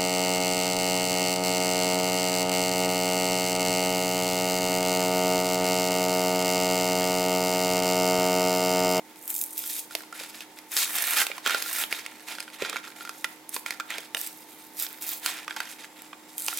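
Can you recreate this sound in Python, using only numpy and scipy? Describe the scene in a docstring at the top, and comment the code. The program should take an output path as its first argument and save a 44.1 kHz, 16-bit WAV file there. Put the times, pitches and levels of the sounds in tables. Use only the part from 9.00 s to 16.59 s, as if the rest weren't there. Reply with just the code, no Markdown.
"""Two hands pull the cardboard backing off a plastic blister pack, close to the microphones in a small room.
Glue crackles in short first pulls, with a few snaps; from about 1.7 s the backing tears hard.
Then come rubbing fingers, many ringing snaps of the bending shell, and more short peels up to the end.
Tearing is made of dense tiny noise bursts; each snap is a click, a short ring and a dull push.
A fan hums behind it all, and a very faint whine comes up in the last second."""
import sys
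import numpy as np
from scipy import signal
from scipy.fft import rfft, irfft
from scipy.io import wavfile
from scipy.ndimage import uniform_filter1d

SR = 44100
rng = np.random.default_rng(int(sys.argv[2]) if len(sys.argv) > 2 else 0)


def unload_wav(signal):
    """Save mono or channel-first audio to the path in sys.argv[1] as 16-bit WAV at rate SR, clipped to [-1, 1]."""
    wavfile.write(
        sys.argv[1],
        SR,
        np.round(np.clip(np.atleast_2d(signal).T, -1, 1) * 32767).astype(np.int16),
    )


N = 334719
TIME = np.arange(N) / SR

# Pack levels below are set before the hollow, the room and the final mix.
# pulls that peel the backing: [start t/s, length t/s, glue level/dB, fibre level/dB,
# flexing card level/dB, swell from start to end level/dB]
PEELS = [(.16, 0.16, -46, -64, -63, 23), (0.297, .13, -33, -49.5, -62, 0.5),
         (.44, 0.17, -42.5, -54.5, -68, 3), (0.572, 0.22, -33, -42.5, -55, 8),
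         (1.728, 0.045, -30.5, -37, -40.5, 1.5), (1.781, 0.051, -26.5, -25.5, -34.5, 1.5),
         (1.853, .115, -32.5, -38.5, -39, 6), (1.97, .19, -30, -34, -33.5, 0.5),
         (2.167, 0.05, -25, -27.5, -28.5, -0.5), (2.462, 0.084, -40, -34.5, -30.5, -2),
         (2.568, 0.098, -40, -38.5, -39, 0.5), (2.671, 0.15, -34, -38, -38, 5),
         (4.542, 0.012, -31, -39, -42.5, -3.5), (5.169, .1, -38.5, -43, -48, 1.5),
         (5.796, 0.04, -33.5, -36, -44.5, -1), (6.016, .14, -38.5, -43, -48, 2.5),
         (6.233, .026, -41, -39, -38, 4), (6.266, 0.073, -41, -38, -37.5, -2.5),
         (7.386, 0.11, -34.5, -46.5, -50.5, 2), (7.474, 0.14, -36, -39.5, -44, 2.5)]
PEEL_ATTACK_S, PEEL_RELEASE_S = 0.014, 0.027
# fingers slide and regrip on the shell: [start t/s, length t/s, level/dB, brightness level/dB]
RUBS = [(0.913, .1, -51, 4), (1.149, .15, -46, 1.5), (1.345, 0.074, -50, 2), (1.578, .015, -48.5, -1),
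        (2.292, 0.087, -42.5, -8), (2.913, 0.087, -40.5, -3), (3.022, 0.097, -49, -6),
        (3.144, .4, -53.5, -3), (3.283, 0.058, -39, -3), (3.39, 0.047, -46.5, -5),
        (3.536, 0.014, -44.5, -4), (3.605, .17, -40.5, -10), (3.838, 0.062, -47.5, -5),
        (3.966, 0.14, -50, -0.5), (4.13, 0.2, -60, 8), (4.665, 0.075, -45.5, -6.5),
        (4.902, 0.076, -38, -12), (5.007, 0.051, -49, -2.5), (5.292, 0.14, -60.5, 11.5),
        (5.487, 0.3, -61.5, 7), (5.875, 0.23, -55, 3), (6.352, 0.076, -42, -6.5), (6.504, .03, -47, -5.5),
        (6.571, 0.11, -47, -2.5), (6.697, .02, -45.5, 4), (6.793, 0.052, -47.5, -2.5),
        (6.968, 0.11, -54.5, 0), (7.291, .08, -62.5, 10)]
RUB_ATTACK_S, RUB_RELEASE_S, RUB_SWELL_DB = 0.012, 0.028, -2.5
RUB_FIBRE_DB, RUB_FIBRE_SHARE = -0.5, 0.55  # the fibres' scrape follows this share of the brightness
HOLD_DB = -63.5  # the pack never lies quite still in the hands


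def pulling():
    """How hard card, fibres and glue are worked; the strongest move of the moment leads."""
    work = np.full((3, N), undb(HOLD_DB))
    for start, length, glue_db, fibre_db, flex_db, swell_db in PEELS:
        shape = stroke(start, length, swell_db, PEEL_ATTACK_S, PEEL_RELEASE_S)
        levels = undb([flex_db, fibre_db, glue_db])
        work = np.maximum(work, np.outer(levels, shape))
    for start, length, db, bright_db in RUBS:
        shape = stroke(start, length, RUB_SWELL_DB, RUB_ATTACK_S, RUB_RELEASE_S)
        fibre_db = db + RUB_FIBRE_DB + RUB_FIBRE_SHARE * bright_db
        levels = undb([db, fibre_db, db + bright_db])
        work = np.maximum(work, np.outer(levels, shape))
    return work


def stroke(start, length, swell_db, attack, release):
    """Envelope of one move of the hand: it takes hold, swells or eases, and dies away."""
    t = TIME - start
    rise = np.minimum(t, 0) / attack
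    fall = np.maximum(t - length, 0) / release
    progress = np.clip(t / length, 0, 1)
    return np.exp(rise - fall) * undb(swell_db * (progress - 0.5))


# colour of the flexing card and shell: [f/Hz, relative level/dB]
FLEX = [(100, -48), (250, -9.5), (460, -6), (750, 1.5), (1100, 2), (1450, -1), (1800, 6), (2250, 5),
        (2750, 4), (3400, 4.5), (4800, -8), (8000, -32.5)]
# colour of breaking fibres: [f/Hz, relative level/dB]
FIBRE = [(1200, -41), (2400, -4), (3400, -1), (5000, 1), (6300, -4.5), (7800, -5.5), (10000, -7.5),
         (16000, -40)]
# colour of glue letting go: [f/Hz, relative level/dB]
GLUE = [(3000, -54.5), (6300, -3.5), (8500, 3.5), (11000, 3), (13000, 5), (16000, -2.5)]


def tearing(flex, fibre, glue, crinkle=0.23):
    """Larger breaks jolt glue, fibres and card together; smaller slips in each go their own way.

    A harder pull packs most of them closer together."""
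    effort = np.clip(np.hypot(flex, fibre) / undb(-40), 0.3, 6)
    # whole fibre bundles give way and jolt every part of the pack
    bundles = slips(rate=420 * np.sqrt(effort), spread_db=5, t60=0.003)

    card_slips = slips(rate=700 * effort, spread_db=1.5, t60=0.03)
    flexing = bent(0.68 * bundles + card_slips, FLEX, bend=0.092, rate=8.9)
    flexing += crinkle * crinkles(rate=140 * effort, centre_hz=1917, spread_octaves=0.4108,
                                  t60=0.02, spread_db=8.0)

    fibre_slips = slips(rate=2500 * effort, spread_db=-1, t60=0.0075)
    breaking = bent(0.5 * bundles + fibre_slips, FIBRE, bend=0.1, rate=16)

    # spots of glue pop off one by one above the fine hiss of the peel
    spots = slips(rate=260 * np.sqrt(effort), spread_db=5, t60=0.0012)
    hiss = slips(rate=6800, spread_db=2.5, t60=0.003)
    peeling = through(0.7 * bundles + 0.87 * spots + hiss, response(GLUE))

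    grip = unit(undb(1.56 * walk(rate=55)))  # the pull advances in small jerks
    return grip * (flex * unit(flexing) + fibre * breaking + glue * unit(peeling))


def slips(rate, spread_db, t60, count=28):
    """Tiny fractures of unequal size, rate a second at even power; each is a short burst of micro-cracks."""
    happens = rng.random(N) < rate / SR
    sizes = happens / np.sqrt(rate) * undb(spread_db * np.minimum(rng.standard_normal(N), 2))
    family = rng.integers(0, count, N)  # which of the ready-made bursts each slip uses
    t = TIME[:SR // 50]
    bursts = rng.standard_normal((count, len(t))) * fade(t, t60)
    return unit(sum(through(sizes * (family == k), unit_energy(bursts[k])) for k in range(count)))


def bent(x, colour, bend, rate, count=4):
    """Bending stiffens and slackens the sheet, so that its resonances wander up and down."""
    stretches = np.exp(np.linspace(-bend, bend, count))
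    shapes = [response([(hz * k, db) for hz, db in colour]) for k in stretches]
    return unit(shifting(x, shapes, rate))


def crinkles(rate, centre_hz, spread_octaves, t60, spread_db):
    """Small creases pop one after another, each with a brief pitch of its own."""
    out, t = np.zeros(N + SR), TIME[:SR // 25]
    starts = np.flatnonzero(rng.random(N) < rate / SR)
    chance = np.clip(rng.standard_normal((len(starts), 2)), -2, 2)
    for start, (pitch, size) in zip(starts, chance):
        hz = centre_hz * 2 ** (spread_octaves * pitch)
        out[start:start + len(t)] += undb(spread_db * size) * np.cos(2 * np.pi * hz * t) * fade(t, t60)
    return unit(out[:N])


# the shell buckles: [t/s, snap level/dB, ring f/Hz, brightness level/dB against the snap]
SNAPS = [(.159, -54, 2500, -2), (.6389, -48.5, 1460, 9), (.909, -43.5, 1470, -9), (.9515, -32.5, 2130, 4),
         (1.0065, -46, 1600, -8), (1.0348, -43.5, 970, -14), (1.1264, -38, 1360, -13),
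         (1.1987, -39.5, 2550, -4), (1.4064, -38, 2797, -7.5), (1.588, -45, 2130, -3.5),
         (1.7671, -28, 3580, 2.5), (1.7739, -30, 3480, 2), (1.985, -36.5, 3430, 5.5),
         (2.2169, -24, 1996, -6), (2.2671, -29.5, 2650, -3.5), (2.3159, -30, 2340, -26),
         (2.3804, -34, 1040, -14), (2.462, -24.5, 1480, -11), (2.4702, -24, 3240, -27),
         (2.4958, -27, 1550, -11), (2.5069, -28.5, 1370, -5), (2.5461, -26, 1500, -8),
         (2.6234, -32, 2415, 0), (2.838, -27, 3210, -22), (2.9262, -24, 2290, -10.5),
         (3.0627, -34.5, 2184, -6.5), (3.3841, -36, 1505, -13), (3.4034, -42, 1490, 7),
         (3.479, -42, 1513, -21), (3.6218, -32, 2510, -8.5), (3.6492, -34.5, 1510, -10),
         (3.6971, -35.5, 2520, 0.5), (3.7293, -31, 1270, -14.5), (3.7596, -30, 1480, -17),
         (3.767, -29, 2290, -15.5), (3.8418, -44, 1406, -19), (3.873, -43.5, 1365, -16),
         (4.008, -39.5, 1400, -16), (4.051, -38.5, 1380, -10), (4.0745, -39.5, 1450, -15),
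         (4.0933, -34, 1327, -6), (4.2438, -24.5, 2010, -11.5), (4.2478, -35, 1420, -5),
         (4.5641, -30.5, 993, -5.5), (4.662, -29, 2270, -12), (4.7068, -29, 2140, -7.5),
         (4.7994, -29.5, 1300, -13.5), (4.8055, -34, 1530, -15), (4.9132, -37, 2470, -14),
         (4.9401, -36, 3124, -28), (4.9828, -34.5, 2380, -5), (5.1474, -24, 2930, -11.5),
         (5.1698, -32, 2830, -12), (5.8658, -39.5, 3520, -3), (6.261, -28.5, 1528, 2),
         (6.4796, -30, 1218, -15), (6.5078, -32, 1670, -27.5), (6.5642, -35, 1580, -6),
         (6.5693, -33, 890, -14), (6.6033, -28, 1560, -7.5), (6.8447, -41.5, 1730, -15),
         (7.1304, -37, 1155, -35), (7.483, -27, 2795, -3), (7.5274, -34.5, 1320, -18)]
# modes of a buckling facet: [multiple of its ring pitch, relative level/dB]
FACET = [(.66, -4), (1.001, 10), (1.21, 2.5), (1.53, -0.5), (2.1, -5.5)]
# dull push of the card when the shell gives: [f/Hz, relative level/dB]
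THUD = [(40, -23), (150, -7.5), (280, 5.5), (460, 14), (700, 6), (1200, -33), (4000, -30)]
RING_CYCLES = 21  # a facet rings for this many cycles, so that low ones last longer
SNAP_THUD_DB = -17.5  # the push on the card, against the ring and crease
SNAP_CRACK_DB, SNAP_CRACK_SHARE = 3.5, 0.81  # the crack rises by this share of the brightness
EVENT_TIME = TIME[:SR // 12]  # room for one snap, pop or knock


def snaps(flex):
    """A facet flips: a sharp crack and tick, a few cycles of its own ring, and a push on the card."""
    out, t = np.zeros(N + SR), EVENT_TIME
    thud_h, flex_h = response(THUD), response(FLEX)
    swing = 1 - np.exp(-t / 0.00025)  # the facet takes a moment to flip
    radiation = signal.butter(2, 500, "high", fs=SR, output="sos")  # so small a sheet gives off little bass
    for s, snap_db, hz, bright_db in list(SNAPS) + lesser_snaps(flex):
        detune = 1 + 0.061 * rng.standard_normal(len(FACET))
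        detune[1] = 1  # the main mode keeps its pitch
        ring = sum(undb(db) * np.sin(2 * np.pi * hz * k * d * t) for (k, db), d in zip(FACET, detune))
        ring = unit_energy(ring * swing * fade(t, RING_CYCLES / hz))
        scrape = 0.65 * burst(flex_h, 0.018, first=0.7)  # the crease runs on through the sheet
        snap = unit_energy(signal.sosfilt(radiation, ring + scrape))
        snap += undb(SNAP_THUD_DB) * burst(thud_h, 0.031, first=2.26)
        snap += click(SNAP_CRACK_DB + SNAP_CRACK_SHARE * bright_db, bright_db)
        add_event(out, s, snap_db, snap)
    return out[:N]


# lesser facets: level against the flexing, pitch spread around a centre
LESSER_PER_S, LESSER_DB, LESSER_SPREAD_DB, LESSER_HZ, LESSER_BRIGHT_DB = 32, -2.5, 2.5, 1936, -4


def lesser_snaps(flex, spread_octaves=0.415):
    """Small buckles at random moments, as strong as the shell is flexed; rows like those of SNAPS."""
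    starts = np.flatnonzero(rng.random(N) < LESSER_PER_S / SR)
    chance = np.clip(rng.standard_normal((len(starts), 2)), -2, 2)
    rows = []
    for i, (size, pitch) in zip(starts, chance):
        db = 20 * np.log10(flex[i]) + LESSER_DB + LESSER_SPREAD_DB * size
        rows.append((i / SR, db, LESSER_HZ * 2 ** (spread_octaves * pitch), LESSER_BRIGHT_DB))
    return rows


# a large spot of glue lets go: [t/s, level/dB]
POPS = [(.278, -32), (.303, -27), (.3808, -32), (0.414, -23.5), (.439, -27.5), (0.5788, -28.5),
        (0.591, -29), (4.4925, -33.5), (4.544, -28.5), (5.214, -29.5), (5.273, -34), (5.8242, -29.5),
        (5.929, -43.5), (6.091, -30.5), (7.0201, -40), (7.381, -26.5), (7.4643, -28), (7.5738, -25.5)]
POP_CRACK_DB = -15  # the fibres that it takes along, against the tick


def glue_pops(glue):
    """A spot of glue lets go with a bright tick and pulls a few fibres with it."""
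    out = np.zeros(N + SR)
    for s, db in list(POPS) + lesser_pops(glue):
        add_event(out, s, db, click(POP_CRACK_DB, 0))
    return out[:N]


LESSER_POPS_PER_S, LESSER_POP_DB, LESSER_POP_SPREAD_DB = 30, -1.5, 3  # level against the peel


def lesser_pops(glue):
    """Smaller spots of glue let go at random moments, as strong as the peel; rows like those of POPS."""
    starts = np.flatnonzero(rng.random(N) < LESSER_POPS_PER_S / SR)
    sizes = np.clip(rng.standard_normal(len(starts)), -2, 2)
    levels = 20 * np.log10(glue[starts]) + LESSER_POP_DB + LESSER_POP_SPREAD_DB * sizes
    return list(zip(starts / SR, levels))


# the card takes a hard push: [t/s, level/dB, pitch f/Hz]
KNOCKS = [(.9515, -31.5, 666), (1.209, -42, 486), (2.3005, -37, 512), (2.462, -37, 439.6),
          (2.4708, -41, 300), (2.5462, -35.5, 488), (2.9251, -40, 362), (3.6214, -25, 456),
          (3.6286, -35, 319), (3.6976, -45, 460), (3.7399, -41, 480), (4.5641, -41.5, 498),
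          (4.9848, -42, 463), (5.1474, -32.5, 734), (5.1583, -41, 730), (5.1698, -40, 734),
          (7.483, -32, 860), (7.5274, -43, 805)]
THUD_HZ = 460  # the pitch at which THUD is strongest


def knocks():
    """A hard push makes the card thump, with the thud's colour moved to each knock's pitch."""
    out = np.zeros(N + SR)
    for s, db, hz in KNOCKS:
        colour = [(f * hz / THUD_HZ, gain) for f, gain in THUD]
        add_event(out, s, db, burst(response(colour), 0.034, first=1.47))
    return out[:N]


def burst(h, t60, first):
    """One main jump followed by dying micro-cracks, heard through a response."""
    force = unit_energy(rng.standard_normal(len(EVENT_TIME)) * fade(EVENT_TIME, t60))
    force[0] += first
    return unit_energy(through(force, h))


def click(crack_db, tick_db):
    """The crack of the fibres and the bright tick on top of it."""
    crack = burst(response(FIBRE), 0.0086, first=0.61)
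    tick = burst(response(GLUE), 0.0026, first=1.0)
    return undb(crack_db) * crack + undb(tick_db) * tick


EVENT_SPAN_S = 0.008  # a level means the rms that unit energy has over this time


def add_event(out, s, db, sound):
    """Add one short sound at its moment."""
    start = int(s * SR)
    out[start:start + len(sound)] += undb(db) * sound * np.sqrt(EVENT_SPAN_S * SR)


# modes of the hollow blister: [f/Hz, relative level/dB, time to fade by 60 dB t/s]
HOLLOW = [(1394, 4.5, 0.046), (1535, -1.5, 0.047), (2130, -6, 0.02), (2435, -2.5, 0.035),
          (3440, -10, 0.026), (4970, -8, 0.034)]


def hollow(x, ring_db=-18):
    """The air and walls of the blister ring on after every slip and snap."""
    t = TIME[:SR // 4]
    h = sum(undb(db) * np.cos(2 * np.pi * hz * t) * fade(t, t60) for hz, db, t60 in HOLLOW)
    return x + undb(ring_db) * through(x, unit_energy(h))


# highest treble, mostly up while glue peels and down while fingers handle the shell: [t/s, level/dB]
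SHEEN = [(.3, 3), (1.2, -4.5), (1.8, 0), (2.8, 2), (3.3, -5), (4.3, -1.5), (5.3, 0.5), (5.8, 5.5),
         (6.15, 6.5), (6.5, -5), (7.59, -3)]
SHEEN_HZ = 12790


def sheen(x):
    """The highest treble rises and falls."""
    top = signal.sosfiltfilt(signal.butter(3, SHEEN_HZ, "high", fs=SR, output="sos"), x)
    return x + top * (undb(np.interp(TIME, *np.transpose(SHEEN))) - 1)


# where the hands hold the pack: [t/s, treble left minus right level/dB]
PLACE = [(0, -1.5), (.87, -2.5), (1.75, 0), (2.03, -3), (7.59, -3)]


def placed(x, shadow_hz=3300):
    """The hands shade the treble on one side or the other as they turn the pack."""
    treble = signal.sosfiltfilt(signal.butter(3, shadow_hz, "high", fs=SR, output="sos"), x)
    lean = np.interp(TIME, *np.transpose(PLACE))
    return x + treble * (undb(np.array([lean, -lean]) / 2) - 1)


ROOM_LOW_T60, ROOM_HIGH_T60, ROOM_DB = 0.44, 0.43, -11.5  # fading times in s; level against the direct sound


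def room(x, near_db=-4.5, near_t60=0.03, near_hz=4000, split_hz=3500, count=6):
    """The moving hands scatter the treble differently to each side; the walls add a short tail."""
    t = TIME[:SR // 2]
    noise = rng.standard_normal((2, len(t)))
    dull = signal.sosfilt(signal.butter(2, split_hz, fs=SR, output="sos"), noise)
    tails = dull * fade(t, ROOM_LOW_T60) + 0.84 * (noise - dull) * fade(t, ROOM_HIGH_T60)
    tails *= np.clip(t / 0.005, 0, 1)  # the tail builds up over 5 ms
    walls = np.array([through(x, h) for h in unit_energy(tails)])

    t = TIME[:SR // 20]
    scatter = rng.standard_normal((2, count, len(t))) * fade(t, near_t60)
    scatter = signal.sosfilt(signal.butter(1, near_hz, "high", fs=SR, output="sos"), scatter)
    hands = np.array([shifting(x, paths, rate=14) for paths in unit_energy(scatter)])
    return x + undb(ROOM_DB) * walls + undb(near_db) * hands


# colour of the fan's air: [f/Hz, relative level/dB]
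AIR = [(30, -25), (100, -20.5), (230, -3), (303, -4.5), (384, -3.5), (616, -9), (801, -5), (889, -6.5),
       (1100, -10), (1720, -14.5), (2060, -9.5), (2540, -16.5), (6900, -20.5), (12600, -22), (16000, -24.5)]
AIR_DB = -53.5
# fan motor tones: [f/Hz, rms level/dB]
HUM = [(310.3, -58.5), (375, -94), (532, -72.5), (738, -71.5), (886.5, -61.5), (930.5, -68.5)]


def fan():
    """Steady air noise, alike on both sides in the bass, with motor tones of slightly unsteady pitch."""
    mid, side = (through(rng.standard_normal(N), response(AIR)) for _ in range(2))
    side = signal.sosfilt(signal.butter(1, 2500, "high", fs=SR, output="sos"), side)
    air = mid + 0.98 * side * np.array([[1], [-1]])
    hum = 0
    for hz, db in HUM:
        phase = 2 * np.pi * np.cumsum(hz + 0.858 * walk(rate=8)) / SR
        hum = hum + np.sqrt(2) * undb(db) * np.sin(phase)
    return undb(AIR_DB) * air + hum


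# thin whine: [t/s, rms level/dB]
WHINE = [(0, -81), (6.75, -79), (6.95, -67), (7.59, -65.5)]
WHINE_HZ = 7600


def whine():
    """A thin high tone of slightly unsteady pitch comes up near the end."""
    phase = 2 * np.pi * np.cumsum(WHINE_HZ + 4 * walk(rate=65)) / SR
    return np.sqrt(2) * undb(np.interp(TIME, *np.transpose(WHINE))) * np.sin(phase)


def undb(db):
    """Decibels to gain."""
    return 10 ** (np.asarray(db) / 20)


def unit(x):
    """Scale to rms 1."""
    return x / np.sqrt(np.mean(x ** 2))


def unit_energy(x):
    """Scale a response so that it passes white noise at the same power."""
    return x / np.sqrt(np.sum(x ** 2, axis=-1, keepdims=True))


def on_log_axis(hz, points):
    """Read (Hz, value) points on a log-frequency axis."""
    f, value = np.transpose(points)
    return np.interp(np.log(hz + 1), np.log(f), value)


def response(points, size=4096):
    """Impulse response with the given colour that starts at once (minimum phase)."""
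    gain = undb(on_log_axis(np.fft.rfftfreq(size, 1 / SR), points))
    cepstrum = irfft(np.log(gain))
    # folding the later half onto the first packs the energy at the start
    cepstrum[1:size // 2] *= 2
    cepstrum[size // 2 + 1:] = 0
    return unit_energy(irfft(np.exp(rfft(cepstrum)))[:size // 2])


def through(x, h):
    """Pass a sound through a response, keeping its length."""
    return signal.oaconvolve(x, h)[:len(x)]


def shifting(x, responses, rate):
    """Pass a sound through a response that drifts at random between several shapes."""
    weights = np.array([undb(10 * walk(rate)) for h in responses])
    mix = sum(w * through(x, h) for w, h in zip(weights, responses))
    return mix / np.sqrt(np.sum(weights ** 2, axis=0))


def fade(t, t60):
    """Exponential decay by 60 dB in t60 seconds."""
    return np.exp(-np.log(1000) * t / t60)


def walk(rate):
    """Random levels that glide to a new value every 1 / rate s, scaled to rms 1."""
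    k = max(int(SR / rate), 2)
    steps = np.repeat(rng.standard_normal(N // k + 1), k)[:N]
    return unit(uniform_filter1d(steps, k))


def scene(pack_db=-2.28):
    """The pack in the room, over the fan and the whine."""
    flex, fibre, glue = pulling()
    pack = tearing(flex, fibre, glue) + snaps(flex) + glue_pops(glue) + knocks()
    pack = sheen(hollow(pack))
    return undb(pack_db) * placed(room(pack)) + fan() + whine()


# the microphone pair favours the right in the lows and mids: [f/Hz, left minus right level/dB]
BALANCE = [(100, -4.5), (1300, -4), (2400, -3.5), (4500, 0.5), (8000, 1.5), (15000, -0.4)]
LOW_CUT_HZ, TOP_HZ = 51, 16200


def record(dry):
    """Two unequal microphone ports, a low cut and a steep cut at the top."""
    lean = on_log_axis(np.fft.rfftfreq(N, 1 / SR), BALANCE)
    ports = irfft(rfft(dry) * undb(np.array([lean, -lean]) / 2), N)
    ports = signal.sosfilt(signal.butter(2, LOW_CUT_HZ, "high", fs=SR, output="sos"), ports)
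    return signal.sosfilt(signal.ellip(10, 0.2, 75, TOP_HZ, fs=SR, output="sos"), ports)


dry = scene()
out = record(dry)
unload_wav(out)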